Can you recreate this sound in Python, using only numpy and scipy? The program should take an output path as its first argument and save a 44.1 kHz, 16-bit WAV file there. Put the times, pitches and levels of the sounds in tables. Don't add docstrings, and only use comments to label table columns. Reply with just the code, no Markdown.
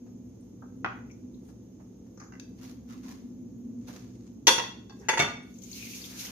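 import sys
import numpy as np
from scipy import signal
from scipy.fft import rfft, irfft, next_fast_len
from scipy.io import wavfile
from scipy.ndimage import uniform_filter1d

SR = 44100
rng = np.random.default_rng(int(sys.argv[2]) if len(sys.argv) > 2 else 0)


def store_wav(level_fs):
    pcm = np.round(np.clip(np.atleast_2d(level_fs), -1, 1) * 32767)
    wavfile.write(sys.argv[1], SR, pcm.T.astype(np.int16))


def invert_db(x):
    u = np.asarray(x, float) / 20
    return 10 ** u


N = 278261


def coloured(points, size):
    hz, db = np.transpose(points)
    bins_hz = np.fft.rfftfreq(size, 1 / SR) + 1
    gain = invert_db(np.interp(np.log(bins_hz), np.log(hz), db))
    return unit(irfft(rfft(rng.standard_normal(size)) * gain, size))


def filtered(x, order, hz, kind):
    return signal.sosfilt(signal.butter(order, hz, kind, fs=SR, output="sos"), x)


def band(x, lo_hz, hi_hz):
    return filtered(x, 2, [lo_hz, min(hi_hz, .45 * SR)], "band")


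def unit(x):
    return x / x.std()


def band_noise(size, lo_hz, hi_hz):
    return band(rng.standard_normal(size), lo_hz, hi_hz)


def walk(rate_hz):
    hold = int(SR / rate_hz)
    steps = np.repeat(rng.standard_normal(N // hold + 1), hold)
    return 1.3 * uniform_filter1d(uniform_filter1d(steps, hold), hold)[:N]


def columns(table):
    s, db, *rest = np.transpose(table)
    t = np.arange(N) / SR
    level_db = np.interp(t, s, db, left=-150, right=-150)
    return [level_db] + [np.interp(t, s, c) for c in rest]


def add(out, s, x, pan_db):
    i = int(s * SR)
    x = x[..., :N - i]
    out[:, i:i + x.shape[-1]] += x * invert_db(np.array([[pan_db], [-pan_db]]) / 2)


def pair(make, alike):
    share = np.clip(alike, 0, 1)
    mid = make() * np.sqrt(1 + share)
    side = filtered(make() * np.sqrt(1 - share), 1, 300, "high")
    return np.array([mid + side, mid - side]) / np.sqrt(2)


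def blows(events, modes, crack, ring_s, crack_s, crack_db, scatter_db, rise_s):
    out, t = np.zeros((2, N)), np.arange(SR // 3) / SR
    hz, db, t60_s = np.transpose(modes)[:, :, None]
    beat_hz = .006 * hz * rng.random(hz.shape)
    beat = 1 + 0.7 * np.cos(2 * np.pi * beat_hz * t)
    lead = np.array([1, -1])[:, None, None] * np.clip(hz / 7000, 0, .6) * rng.standard_normal(hz.shape)
    for s, peak_db, bright_db, *pan_db in events:
        level_chance, pitch_chance = rng.standard_normal((2, len(modes), 1))
        decay = invert_db(db + scatter_db * level_chance - 60 * t / np.minimum(t60_s, ring_s))
        phase = 2 * np.pi * hz * (1 + 0.0024 * pitch_chance) * t + lead
        ring = np.sum(decay * np.sin(phase) * beat, axis=1)
        burst = invert_db(crack_db - 60 * t / crack_s) * pair(lambda: coloured(crack, len(t)), 0.1)
        x = ring / ring[:, :400].std() + burst
        low, high = filtered(x, 2, 3000, "low"), filtered(x, 2, 3000, "high")
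        x = low / low[:, :400].std() - invert_db(bright_db) * high / high[:, :400].std()
        add(out, s, invert_db(peak_db) * x * np.clip(t / rise_s, 0, 1), sum(pan_db))
    return out


# f/Hz, t60/s
ROOM_T60 = [(200, 0.5), (1000, 0.42), (4000, 0.44), (12000, 0.3)]


def kitchen(dry, wet_db):
    t = np.arange(SR * 3 // 4) / SR
    hz, t60_s = np.transpose(ROOM_T60)
    tails = 0
    for f in 63 * 2. ** np.arange(9):
        octave = pair(lambda: band_noise(len(t), f / np.sqrt(2), f * np.sqrt(2)), 1 - f / 900)
        tails = tails + octave * invert_db(-60 * t / np.interp(np.log(f), np.log(hz), t60_s))
    tails = tails * np.clip(t / 0.0081, 0, 1)
    tails = tails / np.sqrt(np.sum(tails ** 2) / 2)
    return dry + invert_db(wet_db) * signal.fftconvolve(dry.mean(0, keepdims=True), tails, axes=1)[:, :N]


# f/Hz, level/dB per Hz
TONE = [(15, -39), (25, -43.5), (44, -15.5), (120, -11), (161, -14.5), (175, -11), (242, -5), (394, -16),
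        (489, -22.5), (560, -28.5), (1330, -45.5), (1520, -49), (6740, -52.5), (7510, -60.5), (16000, -67)]
TONE_DB = -46
# f/Hz, width/Hz, level/dB
BOOM = [(64.94, 3.9, -63.5), (115.3, 25, -56.5), (244.7, 30.2, -47.5), (326, 64, -61.5), (486.3, 59, -67.5),
        (6500, 770, -73.5)]
# f/Hz, level/dB rms
HUM = [(59, -69), (188.4, -55)]
# f/Hz, width/Hz, level/dB rms
WHINES = [(5520, 60, -81), (8740, 50, -89.5), (13103, 60, -92)]
# t/s, level/dB
SWELL = [(0.0, -47.5), (0.37, -53), (0.86, -46), (1.9, -56.5), (2.2, -50), (4.09, -46.5), (4.24, -48.5),
         (4.88, -54.5), (5.45, -50.5), (5.68, -51), (6.17, -49), (6.31, -48.5)]


def room_tone():
    t = np.arange(N) / SR
    size = next_fast_len(N)
    mid = coloured(TONE, size)[:N]
    side = filtered(coloured(TONE, size)[:N], 2, 450, "high")
    out = invert_db(TONE_DB - 5.5) * np.array([mid + 0.7 * side, mid - 1.21 * side])
    swell_db = columns(SWELL)[0]
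    for hz, width, db in BOOM:
        drive = np.exp(-np.log2(hz / BOOM[2][0]) ** 2)
        lift_db = (swell_db - swell_db.mean()) * drive + 2.58 * walk(3.315) * (hz < 1000)
        ring = pair(lambda: unit(band_noise(N, hz - width / 2, hz + width / 2)), 1 - hz / 900)
        out = out + invert_db(db + lift_db) * ring
    for hz, width, db in WHINES:
        rough = pair(lambda: unit(band_noise(N, hz - width / 2, hz + width / 2)), .3)
        out = out + invert_db(db) * (np.sin(2 * np.pi * hz * t) + .6 * rough)
    for hz, db in HUM:
        line = np.sqrt(2) * np.sin(2 * np.pi * hz * t + 0.17 * walk(26))
        out = out + invert_db(db + walk(11.0)) * line
    return out


# f/Hz, level/dB
SCUFF_COLOUR = [(290, -46), (500, 3.5), (561, -11.5), (726, -6), (1270, -9), (2260, -11), (3100, -13.5),
                (5200, -9.5), (6400, -2.5), (8120, -8.5), (12000, -20), (15500, -27)]
# loudest t/s, body level/dB, swell/s, fade/s, hiss over
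# body/dB
SCUFFS = [(1.484, -69.5, 0.17, 0.067, 0), (2.615, -63, 0.077, 0.091, -8), (2.651, -53, 0.09, 0.13, -6.5),
          (2.7, -63.5, 0.13, 0.13, -5.5), (2.906, -60, 0.079, 0.32, -7.5), (3.036, -61, 0.026, 0.46, -7.5),
          (3.118, -56, 0.077, 0.094, -7), (3.884, -51.5, 0.03, 0.22, -6), (3.96, -61, .12, 0.28, -10),
          (3.85, -69.5, .1, .05, -21), (4.27, -70.5, 0.37, 0.11, -18.5), (5.075, -69, 0.52, 0.024, -14)]


def scuffs():
    rub = pair(lambda: coloured(SCUFF_COLOUR, N), 0.098) * invert_db(2.5 * walk(90) + 3 * walk(500))
    body, hiss = unit(band(rub, 500, 7500)), unit(band(rub, 6800, 16000))
    t, x = np.arange(N) / SR, 0
    for s, body_db, swell_s, fade_s, hiss_db in SCUFFS:
        slope_db = -30 * np.maximum((s - t) / swell_s, (t - s) / fade_s)
        x = x + invert_db(body_db + slope_db) * (body + invert_db(hiss_db) * hiss)
    return invert_db(3.0) * x


# t/s, peak level/dB, f/Hz, left minus
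# right/dB
TICKS = [(.408, -68, 8640, 2), (1.099, -57.5, 2300, 13), (1.112, -54.5, 6070, 9), (1.341, -68, 3900, 11),
         (2.145, -76, 13000, 2), (4.99, -44, 400, -2), (4.998, -61, 6600, 2)]
# t/s, peak level/dB, f/Hz
DRIPS = [(5.429, -71, 8800), (5.54, -60, 6500), (5.584, -53.5, 6500), (5.619, -54, 6500),
         (5.636, -48.5, 6500), (5.715, -48, 6400), (5.728, -47.5, 4420), (5.795, -58, 2480),
         (5.824, -47, 2480), (5.86, -54, 2300), (5.892, -64, 2400), (5.933, -48, 2640), (6.018, -47, 4580),
         (6.04, -47, 3500), (6.193, -46, 3930), (6.246, -50, 5640), (6.266, -47.5, 2980)]
DRIP_PAN_DB = 17
TICK_S, TICK_CYCLES, TICK_HALF_BAND_RATIO = 0.043, 78, 1.08
CLICK_DB, CLICK_DB_PER_OCTAVE = -15, 2


def ticks():
    out, t = np.zeros((2, N)), np.arange(SR // 5) / SR
    drips = [(*row, DRIP_PAN_DB) for row in DRIPS]
    for s, peak_db, hz, pan_db in [*TICKS, *drips]:
        noise = rng.standard_normal(len(t))
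        ring = unit(band(noise, hz / TICK_HALF_BAND_RATIO, hz * TICK_HALF_BAND_RATIO))
        ring = ring * invert_db(-60 * t / (TICK_S + TICK_CYCLES / hz)) * np.clip(t / 0.00056, 0, 1)
        click_db = CLICK_DB + CLICK_DB_PER_OCTAVE * np.log2(hz / 6000)
        click = band(noise, 2700, 15000) * invert_db(click_db - 60 * t / .012)
        add(out, s, invert_db(peak_db) * (ring + click), pan_db)
    return out



PATS = [(.06, -58.5, -10, 4), (1.485, -59.5, -7, 11), (1.795, -53.5, -31, -5), (2.06, -61, -11, 5),
        (3.033, -62.5, 7, -1), (3.882, -46.5, -20, -14.5)]
FLESH = [(916, 31, 0.022), (1250, -29, 0.047), (1530, -14, 0.053), (2190, -10, 0.027)]
FLESH_CRACK = [(290, -35), (500, -6), (592, 9), (1030, -4.5), (1250, -5), (1850, -10.5), (3590, -24),
               (6490, -11.5), (9000, -28), (11700, -69), (19800, -120)]


def meat_pats():
    return blows(PATS, FLESH, FLESH_CRACK, ring_s=.08, crack_s=0.095, crack_db=5.0,
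                 scatter_db=-3.0, rise_s=0.012)


WOOD = [(410, -4.5, .1), (830, 3.5, 0.26), (1130, 2.5, 0.62), (1400, 10, 0.16), (2470, 0, 0.12),
        (1750, -2, 0.12), (2000, -5, .12), (2790, -8.5, 0.1), (3180, -9.5, .1), (3500, -19, .1)]
WOOD_S = .016
THUD = [
    (.621, -49, -23, -0.46),
    (.637, -57.5, -18, 0),
]
THUD_CRACK = [(290, -26), (500, -4), (687, 1.5), (1400, 2.5), (1930, -19), (2130, -36), (3500, -49.5),
              (4550, -67), (7700, -120)]


def meat_thud():
    return blows(THUD, WOOD, THUD_CRACK, ring_s=WOOD_S, crack_s=0.074, crack_db=14,
                 scatter_db=3, rise_s=0.003)


KNOCKS = [
    (.8455, -24.5, -24, -1),
    (.848, -34.5, -16, 9.5),
    (.851, -33.5, -26, -5),
    (.861, -31.5, -20, 2.5),
    (.868, -47.5, -23.5, 0),
]
WOOD_CRACK = [(120, -71), (200, 1), (800, 1), (1020, 6.5), (1410, 7.5), (1610, 5), (2400, -8.5),
              (3700, -18), (4200, -21), (6240, -17.5), (9000, -72), (11700, -100), (19800, -120)]


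def worktop_knocks():
    return blows(KNOCKS, WOOD, WOOD_CRACK, ring_s=WOOD_S, crack_s=0.015, crack_db=8.0,
                 scatter_db=3, rise_s=0.00048)


GRIPS = [(2.172, -59.5, 2, 4.4), (2.197, -50.5, 0, 1.2), (2.212, -50.5, -30, 1.2), (2.222, -52, -24, 1.2),
         (2.235, -55.5, -0.5, 1.2), (2.262, -59, -20, 1.2)]
HELD = [(840, -2, .05), (1207, 1.5, 0.054), (1400, -4, 0.034), (1650, -5, 0.046), (2070, -20, .05),
        (2780, -26, 0.04), (4380, -8, 0.046), (5030, -6, .05), (5800, -6, .07), (6280, -4, 0.056),
        (6800, -3, .04)]
GRIP_CRACK = [(300, -26), (700, -0.5), (1500, 2), (2300, -9.5), (3400, -30), (4500, -15), (6400, -1),
              (7600, -23), (15000, -48)]


def plate_grips():
    return blows(GRIPS, HELD, GRIP_CRACK, ring_s=0.054, crack_s=0.077, crack_db=2.0,
                 scatter_db=4.5, rise_s=0.0051)


LIFTS = [(2.322, -51, -16, -1.4), (2.335, -53, -22, -2), (2.352, -56.5, -13, -2)]
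TILTED = [(1110, -16, .06), (1535, 0, 0.033), (2026, -1.5, 0.031), (2300, -11, 0.026), (2740, -6, 0.042),
          (4750, -7, .025), (6400, -5, .03)]


def plate_lifts():
    return blows(LIFTS, TILTED, GRIP_CRACK, ring_s=.05, crack_s=0.063, crack_db=4.0,
                 scatter_db=3.0, rise_s=0.0013)


CLINK = [
    (2.398, -54, 0, 11.3),
]
RIM = [(1645, 0, 0.05), (2640, 4.5, 0.062), (3740, 7, .012), (4700, 8, 0.03), (5950, 15, 0.032),
       (6300, 16.5, 0.025), (7200, 10, 0.02), (11040, -10, 0.043)]
RIM_CRACK = [(710, -35), (1200, -13), (2340, -22), (2620, -26), (3700, -3.5), (5210, -5), (6170, -11),
             (7790, -12), (15000, -28)]


def rim_clink():
    return blows(CLINK, RIM, RIM_CRACK, ring_s=.045, crack_s=0.022, crack_db=2.0,
                 scatter_db=0.5, rise_s=0.00016)


# t/s, length/s, from f/Hz, to f/Hz, level/dB
GLIDES = [(2.886, 0.096, 1400, 1082, -59.5), (2.879, 0.12, 2940, 2610, -71), (3.029, .05, 1495, 1410, -65),
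          (3.032, 0.14, 977, 1060, -63.5), (3.104, 0.024, 3010, 2930, -68), (5.0, 0.076, 830, 866, -61),
          (5.005, 0.11, 1625, 1660, -64), (5.009, .075, 1900, 1840, -66), (5.038, .055, 2640, 2650, -68),
          (4.987, 0.053, 5830, 5850, -65.5), (5.757, .18, 2730, 2058, -54), (5.917, 0.14, 2175, 1960, -64),
          (6.099, 0.24, 1775, 1410, -60.5)]
GLIDE_WIDTH = .045


def glides():
    out = np.zeros((2, N))
    for s, length_s, from_hz, to_hz, db in GLIDES:
        u = np.linspace(0, 1, int(length_s * SR))
        turn = np.exp(2j * np.pi * np.cumsum(from_hz + (to_hz - from_hz) * u) / SR)
        noise = rng.standard_normal((2, SR // 4)) + 1j * rng.standard_normal((2, SR // 4))
        slow = filtered(noise, 1, GLIDE_WIDTH * from_hz, "low")[:, -len(u):]
        mid, side = np.real(slow * turn)
        x = unit(np.array([mid + 1.1 * side, mid - 1.1 * side]))
        fade = np.clip(np.minimum(u / 0.2, (1 - u) / 0.4), 0, 1)
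        add(out, s, invert_db(db) * x * fade, 0)
    return out


# t/s, spray level/dB, basin drumming over spray/dB
TAP = [(5.45, -74, -18), (5.57, -66.5, -23), (5.612, -69, -19), (5.625, -56.5, -20), (5.7, -57.5, -15),
       (5.755, -50.5, -16.5), (5.765, -48.5, -16.5), (5.82, -46, -31), (5.98, -49, -16.5),
       (6.142, -49.5, -11.5), (6.2, -42.5, -20), (6.225, -43, -16), (6.25, -40.5, -17), (6.31, -50, -6)]
# f/Hz, level/dB
SPRAY = [(530, -29), (900, -15), (1340, -15), (1470, -8), (1740, -10), (2210, 11.5), (3060, 2),
         (5000, -0.5), (6200, 4), (6740, 1), (8070, -8), (12300, -10), (15800, -18.5)]
SPLASH_DB = -13.5
DRY_HZ, FILM_HZ, WETTING_S, POOLS_S, DEEP_SHARE = 4500, 2100, .13, 6.07, .3


def tap():
    spray_db, drum_db = columns(TAP)
    mist = pair(lambda: coloured(SPRAY, N), 0.035)
    spray = unit(band(mist, 4060, 16500))
    drumming = pair(lambda: unit(band_noise(N, 290, 2000)), 0.15) * invert_db(spray_db + drum_db)
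    bubbles, start_s = np.zeros((2, N)), TAP[0][0]
    for when, pitch, size, side, deep in rng.random((1300, 5)):
        s = start_s + when * (N / SR - start_s)
        low_hz = FILM_HZ + (DRY_HZ - FILM_HZ) * np.exp(-(s - start_s) / WETTING_S)
        if s > POOLS_S and deep < DEEP_SHARE:
            low_hz = low_hz / 2
        hz = low_hz * (5200 / low_hz) ** pitch ** 1.25
        cycles = np.arange(int(40 * SR / hz)) * hz / SR
        grain = np.sin(2 * np.pi * cycles * (1 + 0.0068 * cycles))
        grain = grain * np.exp(-cycles / 10.0) * np.clip(cycles, 0, 1)
        add(bubbles, s, grain * invert_db(-3.0 * np.log(1 - size)), 12 * (side - .5))
    bubbles = bubbles / bubbles[:, int(start_s * SR):].std()
    spray = spray * invert_db(spray_db + 2.7 * walk(40))
    return spray + bubbles * invert_db(spray_db + SPLASH_DB + 2 * walk(25)) + drumming


SETTLE = [(5.192, -25, -6.5), (5.199, -22, -6), (5.208, -26, -28), (5.221, -27, -10), (5.232, -30, -23),
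          (5.245, -30.5, -28), (5.262, -39.5, -19)]
BASIN = [(89, -10.5, 0.3), (108, -9, .5), (144, -12, .3), (302, -3.5, 0.81), (407.4, 4.5, 0.33),
         (692, -8.5, 0.12), (897, -10, 0.083), (1205, -1, 0.082), (1627, -9.5, 0.062), (1462, -2.5, 0.07),
         (1770, -17, .1), (2153, -3.5, 0.14), (1945, 1, 0.058), (2238, 5, 0.11), (2660, 0, 0.1),
         (2690, 4, .05), (3300, -14, 0.13), (3550, -2, 0.075), (3620, -24, .1), (4430, -5.5, 0.08),
         (4800, -5, .05), (5200, -20, 0.08), (5760, -4.5, 0.08), (6440, -7, .05), (6700, -10, 0.055)]
BASIN_CRACK = [(55, -54), (95, 3.5), (343, -10.5), (413, -11.5), (705, -3), (773, -2.5), (931, -4),
               (2250, -7.5), (3190, -12.5), (3580, -10.5), (3930, -25), (6560, -11), (7600, -19),
               (12000, -32), (15500, -47)]


def basin_rattle():
    return blows(SETTLE, BASIN, BASIN_CRACK, ring_s=.13, crack_s=0.075, crack_db=3.5,
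                 scatter_db=6.5, rise_s=0.00067)


SHIFT = [(5.0856, -26.5, -4, 3), (5.090, -25, -0.5, -1.5), (5.096, -21.5, -11, -0.5), (5.104, -32, -25, 7),
         (5.136, -26.5, -32, -1.5), (5.1737, -26.5, -13, -0.5), (5.179, -28.5, -3.5, -0.5)]
STACK = [(396, -15, 0.3), (508, -11.5, 0.04), (913, -1, 0.08), (1460, -5, 0.037), (1643, -3.5, 0.025),
         (1945, -2, 0.04), (2140, -21, 0.04), (2755, -8, 0.035), (3460, -11.5, 0.053), (4530, -13, 0.04),
         (4730, -27, 0.05), (5060, -24, .04), (5630, -25, 0.05), (6120, -16, 0.019), (6290, -6.5, 0.034),
         (6500, -7.5, 0.034), (6850, -21, 0.028), (9010, -36, 0.05), (9700, -26, 0.05), (11100, -29.5, .05)]
STACK_CRACK = [(210, -34.5), (350, -21), (520, -4.5), (639, -21.5), (892, -9), (1210, -20), (1910, -11),
               (2710, -15), (3120, -35), (3490, -21), (3840, -30), (6300, -22), (7200, -27), (8000, -28.5),
               (15500, -57)]


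def stack_clatter():
    return blows(SHIFT, STACK, STACK_CRACK, ring_s=.055, crack_s=0.076, crack_db=-3.0,
                 scatter_db=1.0, rise_s=0.00054)


DROP = [(4.4696, -21, 5.5, 0.5), (4.479, -15.5, -2.5, 3), (4.4845, -22, -9, 0.5), (4.488, -20, -4.5, 3.5),
        (4.582, -27.5, -12, -6), (4.596, -29.5, -17, .6), (4.638, -39, -20, -1.5)]
PLATE = [(506, -12.5, 0.15), (710, -20, 0.11), (937, -0.5, 0.059), (1068, -11.5, 0.45), (1466, -11, 0.16),
         (1956, -1.5, 0.07), (2195, -17, 0.048), (2480, -11.5, 0.26), (2656, -10, .12), (2770, -7.5, 0.1),
         (2910, -17, 0.074), (3330, -4, 0.14), (3490, 0.5, 0.043), (3915, -17.5, 0.061),
         (4170, -18.5, 0.11), (4410, -19.5, .1), (4480, -6.5, 0.1), (5320, -18, .12), (5540, -5.5, 0.1),
         (5930, 0, 0.099), (5880, -2.5, 0.067), (5980, -30.5, 0.1), (6670, -20, 0.1), (7070, -11.5, .1),
         (6830, -9, 0.09)]
PLATE_CRACK = [(41, -61), (70, -28.5), (178, -24.5), (393, -1), (760, -12), (905, -3.5), (1330, -8.5),
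               (1930, -8), (2290, -10), (3070, -13), (3450, -7), (3870, -11.5), (5280, -10.5), (5820, -3.5),
               (7000, -10), (7500, -25.5), (9360, -58.5), (15800, -120)]


def plate_drop():
    return blows(DROP, PLATE, PLATE_CRACK, ring_s=.125, crack_s=0.047, crack_db=3.5,
                 scatter_db=4.0, rise_s=0.00041)


TOUCHES = [
    (4.896, -59, 3.5, 6),
    (4.905, -52, -24, -8),
    (4.922, -57, -24, 0),
]
ROCKING = [(830, 3, 0.07), (1068, 5, 0.058), (1612, -2.5, 0.087), (1960, -7, .06), (2640, -9, 0.11),
           (3526, -4, .12), (4530, 0, 0.048), (5630, -2, .06), (5800, -8, .05)]


def plate_touches():
    return blows(TOUCHES, ROCKING, PLATE_CRACK, ring_s=.11, crack_s=0.04, crack_db=-4,
                 scatter_db=3.0, rise_s=0.0012)


GLINT = [(7300, -3.5, 0.22), (7795, -5, 0.27), (8320, 3, 0.16), (8400, -10, 0.17), (9050, -1.5, 0.25),
         (9157, -10.5, 0.2), (9500, -5, .22), (9950, -3.5, .22), (10720, -6.5, 0.25), (10830, -3.5, 0.15),
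         (11430, -7, .2), (12100, -10.5, .2), (12180, -7, .2), (12760, -13, .2), (13000, -15, 0.27),
         (13300, -17.5, 0.18), (14640, -15.5, .18), (14800, -17.5, .15), (15210, -18, .16)]
GLINT_CRACK = [(6000, -39.5), (7300, -4.5), (13000, -5), (15800, -19)]


def plate_glint():
    hard = []
    for (s, peak_db, _, pan_db), less_db in [(DROP[0], 0), (SHIFT[1], -16)]:
        hard.append((s, peak_db - 34.0 + less_db, 24, pan_db))
    return blows(hard, GLINT, GLINT_CRACK, ring_s=0.24, crack_s=0.016, crack_db=-12,
                 scatter_db=-0.3, rise_s=.0006)


def scene():
    worktop = worktop_knocks() + meat_thud() + meat_pats() + plate_grips() + plate_lifts()
    sink = plate_drop() + plate_touches() + stack_clatter() + basin_rattle()
    noises = ticks() + scuffs() + tap() + glides()
    out = room_tone() + kitchen(noises, -4.0) + kitchen(worktop, -2.8)
    return out + kitchen(rim_clink(), -3.5) + kitchen(sink, -4.5) + kitchen(plate_glint(), -0.5)


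def band_limit(x):
    return signal.sosfilt(signal.butter(12, 16500, fs=SR, output="sos"), x)


# f/Hz, level/dB
MIC = [(20, -17), (42, -14), (52, -1.5), (6950, 1), (7450, -3.5), (10000, 1.5), (15300, 10.5),
       (15750, -11.5), (15900, -59.5)]


def record(dry):
    size = next_fast_len(N + SR // 10)
    bins_hz = np.fft.rfftfreq(size, 1 / SR) + 1
    hz, db = np.transpose(MIC)
    gain = invert_db(np.interp(np.log(bins_hz), np.log(hz), db))
    lag = np.exp(-2j * np.pi * bins_hz * np.array([[4], [0]]) / SR)
    heard = irfft(rfft(np.tanh(dry), size) * gain * lag, size)[:, :N]
    return band_limit(heard)


dry = scene()
out = record(dry)
store_wav(out)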